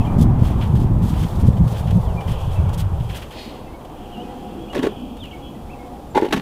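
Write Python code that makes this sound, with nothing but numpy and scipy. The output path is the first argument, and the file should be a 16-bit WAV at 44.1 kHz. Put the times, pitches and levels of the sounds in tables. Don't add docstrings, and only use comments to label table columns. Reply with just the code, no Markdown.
import sys
import numpy as np
from scipy import signal
from scipy.fft import rfft, irfft, next_fast_len
from scipy.io import wavfile
from scipy.ndimage import uniform_filter1d

SR = 44100
rng = np.random.default_rng(int(sys.argv[2]) if len(sys.argv) > 2 else 0)


def master_out(mix):
    frames = np.transpose(np.atleast_2d(mix))
    ceiling = np.clip(frames, -1, 1)
    pcm = np.round(ceiling * 32767).astype(np.int16)
    wavfile.write(sys.argv[1], SR, pcm)


def boost_factor(decibels):
    exponent = np.asarray(decibels, float) / 20
    return 10 ** exponent


N = 282680
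T = np.arange(N) / SR
PAD = next_fast_len(N)
FADE_FROM_S, FADE_TO_S = 2.696, 3.27
WINDY = np.clip((FADE_TO_S - T) / (FADE_TO_S - FADE_FROM_S), 0, 1)


def unit(x):
    return x / np.sqrt(np.mean(x ** 2))


def colour(x, points):
    hz, db = np.transpose(points)
    log_hz = np.log(np.arange(PAD // 2 + 1) * SR / PAD + 1e-3)
    gain = boost_factor(np.interp(log_hz, np.log(hz), db, left=-90, right=-90))
    return unit(irfft(rfft(x, PAD) * gain, PAD)[:N])


def ring(x, modes):
    total = 0
    for hz, width, db in modes:
        total = total + boost_factor(db) * unit(signal.lfilter(*signal.iirpeak(hz, hz / width, SR), x))
    return total


def walk(rate):
    hold = int(SR / rate)
    steps = np.repeat(rng.standard_normal(N // hold + 1), hold)
    return 1.3 * uniform_filter1d(uniform_filter1d(steps, hold), hold)[:N]


def grains(spread_db, hold):
    size = np.minimum(rng.exponential(size=N // hold + 1), 3.5)
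    return rng.standard_normal(N) * boost_factor(spread_db * np.repeat(size, hold)[:N])


def lively(points, drift_db, flicker_db, rate, slaps=0):
    spectrum = rfft(colour(rng.standard_normal(N) + slaps, points), PAD)
    half_octave = 2 * np.log2(np.arange(len(spectrum)) * SR / PAD + 1e-3)
    first, last = int(2 * np.log2(points[0][0])), int(2 * np.log2(points[-1][0])) + 1
    out = 0
    for k in range(first, last + 1):
        share = np.cos(np.pi / 2 * np.clip(half_octave - k, -1, 1)) ** 2
        level_db = drift_db * walk(rate / 8) + flicker_db * walk(rate)
        out = out + irfft(spectrum * share, PAD)[:N] * boost_factor(level_db)
    return unit(out)


def burst(length_s, rise_s, fall_s):
    t = np.arange(int((length_s + 6 * fall_s) * SR)) / SR
    return np.minimum(t / rise_s, 1) * np.exp(-np.maximum(t - length_s, 0) / fall_s)


def bell(s, width_s):
    return np.exp(-.5 * ((T - s) / width_s) ** 2)


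def swells(rows, width_s=None):
    return sum(boost_factor(row[1]) * bell(row[0], width_s or row[2]) for row in rows)


def add(out, s, x):
    i = int(s * SR)
    out[i:i + len(x)] += x[:N - i]


def echo(x, db, fade_s):
    t = np.arange(SR // 4) / SR
    tail = boost_factor(db) * rng.standard_normal(len(t)) * np.exp(-t / fade_s)
    return x + signal.fftconvolve(x, tail)[:N]


def distance():
    # pitch in Hz, level in dB per Hz.
    road_tone = [(260, -13), (340, -7.5), (480, -5.5), (600, -6.5), (800, -6.5), (1050, -12), (1670, -25.5),
                 (2600, -33.5), (3400, -62)]
    rumble_tone = [(140, -24), (190, -0.5), (240, 1), (330, -4), (430, -11)]
    hiss_tone = [(2120, -16), (3600, 0.5), (3850, -2), (5630, -6), (6210, -6), (7070, -6), (15600, -8)]
    chorus_tone = [(2300, -1.0), (2900, 2), (3300, 4), (3750, -15.0)]
    # pitch in Hz, width in Hz, level in dB.
    engine_tones = [(727.3, 13.4, 1), (498.5, 27, -1), (807, 5, -4), (373, 2.4, -10)]
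    # middle in seconds, level in dB, width in seconds.
    engine_swells = [
        (3.56, -46.5, .04),
        (4.25, -43.5, 0.22),
        (4.8, -48.5, 0.33),
        (5.35, -46, 0.054),
        (5.85, -45.5, 0.19),
    ]
    # middle in seconds, level in dB, width in seconds.
    passes = [
        (.15, -43, 0.14),
        (1.5, -55, 0.37),
        (2.55, -48.5, 0.11),
        (3.45, -50, 0.3),
        (4.82, -49, 0.13),
        (5.55, -63, 0.07),
    ]
    # middle in seconds, level in dB, width in seconds.
    lorry = [
        (4.6, -41.5, 0.33),
    ]
    # middle in seconds, level in dB.
    flocks = [(0, -53), (.52, -55), (.72, -65), (1.25, -60), (1.55, -74), (1.88, -56), (2.42, -50),
              (2.72, -54), (3.1, -55.5), (3.45, -53), (4.04, -62), (4.55, -64), (4.85, -51), (5.1, -65),
              (5.48, -63), (5.9, -71)]

    drone = swells(engine_swells) * ring(rng.standard_normal(N), engine_tones)
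    road_gain = WINDY * boost_factor(-34) + (1 - WINDY) * boost_factor(-42.5) + swells(passes)
    road = road_gain * lively(road_tone, drift_db=1.2, flicker_db=0.93, rate=10)
    rumble_gain = (1 - WINDY) * (boost_factor(-40) + swells(lorry))
    rumble = rumble_gain * lively(rumble_tone, drift_db=-0.1, flicker_db=2.5, rate=12)
    chorus_gain = boost_factor(-60) + swells(flocks, width_s=0.1)
    chorus = chorus_gain * lively(chorus_tone, drift_db=-3.0, flicker_db=0.5, rate=15.9)
    hiss = boost_factor(-58) * colour(rng.standard_normal(N), hiss_tone)
    return road + rumble + drone + chorus + hiss


def birds():
    # start in seconds, length in seconds, pitch in Hz, level in dB.
    whistles = [(.068, .048, 2375, -46), (2.17, .04, 2365, -43), (3.73, .04, 2222, -52),
                (4.232, .055, 2513, -52), (5.787, .06, 2180, -49), (2.556, .032, 2650, -46),
                (2.66, .035, 2250, -52), (5.73, .03, 2670, -55), (4.585, .095, 3290, -52),
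                (4.91, .16, 3260, -50), (5.09, .09, 3270, -55), (4.93, .13, 3000, -55),
                (5.42, .1, 3315, -49.5), (5.44, .09, 3040, -56), (3.53, .07, 2060, -60),
                (3.66, .04, 2665, -57), (4.28, .07, 1970, -59), (5.545, .03, 1985, -59),
                (4.696, .034, 2890, -45), (6.105, .035, 7350, -60), (5.363, .016, 2260, -47),
                (3.675, .022, 2100, -53), (4.69, .03, 3300, -53), (5.28, .02, 3300, -52)]
    # start in seconds, length in seconds, from Hz, to Hz, level in dB.
    slides = [
        (0, .045, 2750, 2450, -46),
        (5.315, .014, 3200, 2500, -42),
        (2.048, .095, 3680, 2500, -50),
        (5.202, .09, 3720, 2430, -38),
        (5.185, .02, 3740, 3640, -54),
        (6.24, .07, 3350, 2800, -48),
        (5.324, .05, 2290, 2170, -45),
        (2.58, .035, 2600, 2120, -47),
        (4.68, .02, 2300, 2850, -50),
    ]
    # start and length in seconds, edge Hz, middle Hz, level in dB.
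    bends = [
        (4.12, .11, 3300, 2800, -48.5),
        (5.309, .021, 2350, 3280, -44),
        (.047, .022, 2350, 3250, -45),
        (5.692, .06, 2000, 2660, -51),
    ]
    peak_at = .28
    sag_db = 16
    level_notes = [(s, length_s, hz, hz, db) for s, length_s, hz, db in whistles]

    def slide(u):
        return 1 - (1 - u) ** 1.5

    def bend(u):
        return 1 - np.abs(2 * u - 1) ** 2.4

    out = np.zeros(N)
    waver = 1 + .003 * walk(90)
    for notes, shape, loss_db in (level_notes, slide, sag_db / 3), (slides, slide, sag_db), (bends, bend, 0):
        for s, length_s, from_hz, to_hz, db in notes:
            u = np.arange(int(length_s * SR)) / (length_s * SR)
            edge = np.clip(np.minimum(u * length_s + 0.00089, (1 - u) * length_s) / 0.0058, 0, 1)
            gain = edge * boost_factor(db - loss_db * np.abs(u - peak_at) / (1 - peak_at))
            pitch_hz = (from_hz + (to_hz - from_hz) * shape(u)) * waver[int(s * SR):][:len(u)]
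            add(out, s, np.sqrt(2) * gain * np.sin(2 * np.pi * np.cumsum(pitch_hz) / SR))
    return echo(out * boost_factor(1.8 * walk(120)), db=-35, fade_s=.035)


def wind():
    # time in seconds, level in dB.
    gusts = [(0, -22), (.25, -13), (.5, -15), (.7, -20.5), (.85, -16.5), (1.0, -16), (1.31, -20.5),
             (1.55, -15), (1.75, -23.5), (2.05, -23.5), (2.3, -21), (2.45, -22.5), (2.65, -21), (2.8, -20),
             (3.0, -17.5), (3.2, -17.5)]
    # time in seconds, boost in dB, eddy size from 0 small to 1 big.
    buffets = [(0, 16.5, 0.77), (.04, -3.5, 0.41), (.19, 0, 0.86), (.27, 2.5, 0.8), (.35, -4, 0.45),
               (.39, -0.5, .1), (.46, -3, 0.7), (.64, -6, 0.93), (0.771, 4, 0.6), (.99, 1, .2),
               (1.05, 3.5, 0.65), (1.25, -0.5, 0.73), (1.36, 1, .4), (1.478, 7, 0.36), (1.54, -3, 0.61),
               (1.639, 12, 0.78), (1.69, -17, 0.97), (1.84, 3.5, 1), (1.91, 5, 0.16), (1.94, 6, 0.92),
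               (1.97, 8.5, .1), (2.08, 8.5, 0.84), (2.23, -13, 0.84), (2.3, 3.5, .1), (2.4, -7, 0.18),
               (2.5, 4, 0.99), (2.54, -4, 0.088), (2.6, 7, 0.76), (2.68, 5, .1), (.09, 0, .5),
               (.15, 2.5, .5), (.23, 2, .3), (.31, -0.5, .4), (.43, 3, .5), (.51, -2.5, .6), (.58, 1, .3),
               (.7, 0.5, .5), (.82, 2, .4), (.88, -1.5, .5), (.93, 0.5, .5), (1.11, -1, .5), (1.17, 1, .4),
               (1.21, 1.5, .3), (1.3, -3, .5), (1.42, -1, .5), (1.59, 2, .5), (1.77, 0.5, .5),
               (2.02, 0, .5), (2.15, 0, .5), (2.75, -1, .5), (2.82, 1, .5), (2.9, 0, .5), (2.98, 0.5, .5),
               (3.07, -1, .5)]
    # pitch in Hz, level in dB per Hz.
    heave_tone = [(8.8, -50), (15, 3), (42, 2), (68, 5), (95, -3), (120, 1), (200, -120)]
    flutter_tone = [(50, -15.5), (70, -5), (115, -0.5), (160, -7.5), (200, -21)]
    rattle_tone = [(135, -33), (170, 1), (230, -1.5), (310, -12.5), (420, -21.5)]
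    breeze_tone = [(15, 2), (30, -4), (65, 0), (100, -8.5), (140, -3.5), (180, -9.5)]

    slaps = boost_factor(-1.5) * unit((rng.random(N) < 45 / SR) * rng.random(N))
    gust_db = np.interp(T, *np.transpose(gusts))
    big_db, small_db = gust_db, gust_db
    for s, db, size in buffets:
        boost_db = db * bell(s, width_s=0.023)
        big_db = big_db + np.clip(2 * size, 0, 1) * boost_db
        small_db = small_db + np.clip(2 - 2 * size, 0, 1) * boost_db

    heave = boost_factor(big_db - 1.5) * lively(heave_tone, drift_db=-3.5, flicker_db=1.0, rate=8.1)
    flutter = boost_factor(small_db) * lively(flutter_tone, drift_db=1.0, flicker_db=2.04, rate=26, slaps=slaps)
    rattle_db = -6.5 - 2.5 * T + small_db + 0.13 * (small_db + 19)
    rattle = boost_factor(rattle_db) * lively(rattle_tone, drift_db=3.0, flicker_db=0.5, rate=16.4, slaps=slaps)
    breeze = boost_factor(-38.5) * lively(breeze_tone, drift_db=-0.9, flicker_db=1.5, rate=10)
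    wind_db = -.7
    total = WINDY * boost_factor(wind_db) * (heave + flutter + rattle) + (1 - WINDY) * breeze
    push = 0.18 * total ** 2
    return total + push - uniform_filter1d(push, size=2000)


def boots():
    # start in seconds, level in dB, dull share in dB, length in seconds.
    crunches = [(0.18, -50.5, -3, 0.052), (0.208, -40.5, -25, 0.025), (0.383, -55, 3, 0.053),
                (0.439, -52, 4, 0.081), (0.604, -52.5, 12.5, 0.036), (0.749, -57, 13, 0.019),
                (0.794, -54.5, 3, 0.047), (1.016, -47.5, -3, 0.08), (1.127, -62, 15.5, 0.087),
                (1.225, -47.5, 6, 0.014), (1.389, -58.5, 10.5, 0.037), (1.44, -55, -9, 0.041),
                (1.523, -63, 1, .012), (1.565, -59, 11, 0.014), (1.669, -50.5, 0, 0.065),
                (1.74, -57.5, 12, 0.063), (1.869, -58.5, 16.5, 0.016), (1.905, -46.5, 6, 0.007),
                (2.205, -51, 10.5, 0.007), (2.268, -51, 7.5, 0.056), (2.506, -55, 5, 0.053),
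                (2.689, -49, 0, 0.0083), (2.728, -47, 1, 0.019), (2.774, -37.5, -6.5, 0.037),
                (2.997, -58, 10, 0.0092), (3.087, -58, 15.5, 0.049), (3.141, -43.5, 2, 0.034),
                (3.216, -52.5, 10, 0.02), (3.304, -55.5, 12.5, 0.025)]
    # start in seconds, level in dB.
    ticks = [
        (3.809, -58),
        (3.847, -54),
        (4.398, -63),
        (4.43, -71),
        (5.167, -54),
        (5.234, -49),
        (5.251, -53),
    ]
    # middle in seconds, level in dB.
    steps = [
        (0, -60),
        (.68, -55.5),
        (1.22, -49.5),
        (1.55, -59),
        (1.88, -55),
        (2.12, -60),
        (2.42, -55),
        (2.65, -61),
        (3.15, -54.5),
        (3.42, -57),
    ]
    # time in seconds, level in dB.
    drag = [
        (3.28, -70),
        (3.34, -49),
        (3.39, -38.5),
        (3.45, -43),
        (3.51, -48),
        (3.57, -55),
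        (3.72, -62),
        (3.8, -72),
    ]
    # pitch in Hz, width in Hz, level in dB.
    gear_modes = [(2100, 250, -6), (2530, 200, -2), (2950, 300, -2), (3350, 250, -2), (3750, 130, 0),
                  (4180, 110, 2), (4500, 160, -3), (4800, 200, -7)]
    # pitch in Hz, level in dB per Hz.
    crust_tone = [(1290, -45), (2200, -45), (2490, -9), (3510, 1.5), (4030, -3.5), (5330, -5.5), (9380, -7),
                  (15600, -10.5)]
    packing_tone = [(1100, -4), (1700, -2.5), (2600, -2.5), (3200, 2.5), (3800, -10), (5500, -16)]
    gear_tone = [(1500, -3), (2200, -2), (4800, -6.5), (5600, -10.5), (15600, -5)]

    settling = WINDY * boost_factor(-63)
    bright = swells(steps, width_s=0.11) + settling
    dull = np.zeros(N)
    short_ticks = [(s, db, 6.5, 0.0073) for s, db in ticks]
    for s, db, dull_db, length_s in crunches + short_ticks:
        snap = burst(length_s, rise_s=0.003 + 0.12 * length_s, fall_s=0.002 + 0.16 * length_s)
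        creak = burst(length_s, rise_s=0.0036 + 0.17 * length_s, fall_s=0.0038 + 0.6 * length_s)
        add(bright, s, boost_factor(db) * snap)
        add(dull, s, boost_factor(db + dull_db) * creak)
    crust = colour(grains(spread_db=1.8, hold=24), crust_tone) * boost_factor(2.2 * walk(45))
    packing = colour(grains(spread_db=2.2, hold=40), packing_tone) * boost_factor(1.5 * walk(60))
    gear = colour(ring(grains(spread_db=0.0, hold=40), gear_modes), gear_tone)
    drag_gain = boost_factor(np.interp(T, *np.transpose(drag), left=-99, right=-99))
    return bright * crust + dull * packing + drag_gain * gear


def decoy():
    # start in seconds, thud peak in dB, thud pitch in Hz, grit in dB.
    slips = [(4.729, -23, 231, -34.5), (4.745, -17, 510, -28.5), (4.76, -12, 477, -36),
             (4.765, -12, 374, -42), (4.774, -9.5, 420, -35), (4.788, -13, 277, -35),
             (4.795, -10, 262, -43), (4.827, -11, 333, -27.5), (4.834, -11, 298, -50),
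             (4.839, -5.5, 373, -37), (4.848, -8, 444, -34), (4.863, -11.5, 393, -33), (4.87, -3, 393, -56)]
    # start in seconds, thud peak in dB, thud pitch in Hz, grit in dB, shell ring in dB.
    knocks = [(6.149, -20, 450, -31, -18), (6.157, -5.5, 380, -36, -10.5), (6.167, -5, 338, -29, -22),
              (6.176, -1.5, 492, -30, -5.5), (6.188, -20, 400, -38, -22), (6.2, -11.5, 420, -52, -40),
              (6.211, -25, 400, -38, -34), (6.222, -3, 358, -37.5, -17), (6.231, -3, 374, -41, -28),
              (6.244, -11, 420, -38, -26), (6.253, -16, 397, -39, -26), (6.264, -12, 444, -44, -26),
              (6.283, -19, 348, -38.5, -32), (6.307, -20, 328, -35.5, -29), (6.323, -20, 318, -18.5, -40),
              (6.333, -29, 293, -25, -37), (6.341, -11.5, 354, -54, -44), (6.345, -8, 200, -58, -47),
              (6.362, -18, 260, -30.5, -39), (6.372, -12.5, 214, -32.5, -29), (6.39, -19, 173, -37.5, -42)]
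    # start in seconds, level in dB.
    cracks = [(4.727, -34), (4.748, -28), (4.755, -27), (4.759, -27), (4.793, -32), (4.824, -31),
              (4.83, -27), (4.835, -27), (4.84, -29), (4.868, -27), (4.874, -32), (6.151, -29),
              (6.167, -25), (6.177, -19), (6.213, -32), (6.232, -30), (6.251, -31), (6.265, -32),
              (6.309, -33), (6.326, -20), (6.333, -18), (6.339, -21), (6.345, -24), (6.363, -26),
              (6.377, -26)]
    # pitch in Hz, width in Hz, level in dB.
    shell_modes = [(837, 46, -1), (945, 58, -5), (1446, 75, -16), (1800, 64, -19), (2060, 62, -16),
                   (2200, 53, -21), (3620, 140, -17)]
    # pitch in Hz, level in dB per Hz.
    grit_tone = [(650, -11), (1100, 3), (1230, -3), (1660, 1), (2500, -3.5), (3730, -7), (4860, -16),
                 (12600, -27.5), (15600, -28)]
    body_tone = [(120, -19), (250, 8.0), (450, 0.0), (900, 0.0), (1200, -14)]
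    skin_tone = [(700, -10), (1700, 0), (3500, -3), (6500, -12), (15600, -22)]

    thud, shell, scrape, snap = np.zeros(N), np.zeros(N), np.zeros(N), np.zeros(N)
    t = np.arange(SR // 8) / SR
    gripped = [(*slip, -43) for slip in slips]
    for s, db, hz, grit_db, shell_db in gripped + knocks:
        cycles = t * hz / 0.62
        add(thud, s, -boost_factor(db + 5.0) * np.sin(2 * np.pi * hz * t) * cycles * np.exp(-cycles))
        for mode_hz, width, mode_db in shell_modes:
            mode_hz = mode_hz * (1 + .003 * np.sin(40 * s + mode_hz))
            swell = (1 - np.exp(-t / 0.0029)) * np.exp(-np.pi * width * t)
            tone = np.sin(2 * np.pi * mode_hz * (s + t))
            add(shell, s - .002, boost_factor(shell_db + mode_db + 5.5) * tone * swell)
        add(scrape, s, boost_factor(grit_db) * burst(0.009, rise_s=0.0042, fall_s=0.0044))
    for s, db in cracks:
        add(snap, s, boost_factor(db) * burst(0, rise_s=0.00045, fall_s=0.0012))

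    grit = colour(grains(spread_db=3.2, hold=30), grit_tone)
    body = boost_factor(1.5) * colour(rng.standard_normal(N), body_tone)
    skin = colour(rng.standard_normal(N), skin_tone)
    return echo(thud + shell + scrape * (grit + body) + snap * skin, db=-37.5, fade_s=0.027)


def scene():
    return (distance() + birds() + wind() + boots() + decoy())[None]


def band_limit(x):
    return signal.sosfilt(signal.butter(12, 15740, fs=SR, output="sos"), x)


def record(dry):
    rounded = 1.067 * np.tanh(dry / 1.062)
    return band_limit(rounded)


dry = scene()
out = record(dry)
master_out(out)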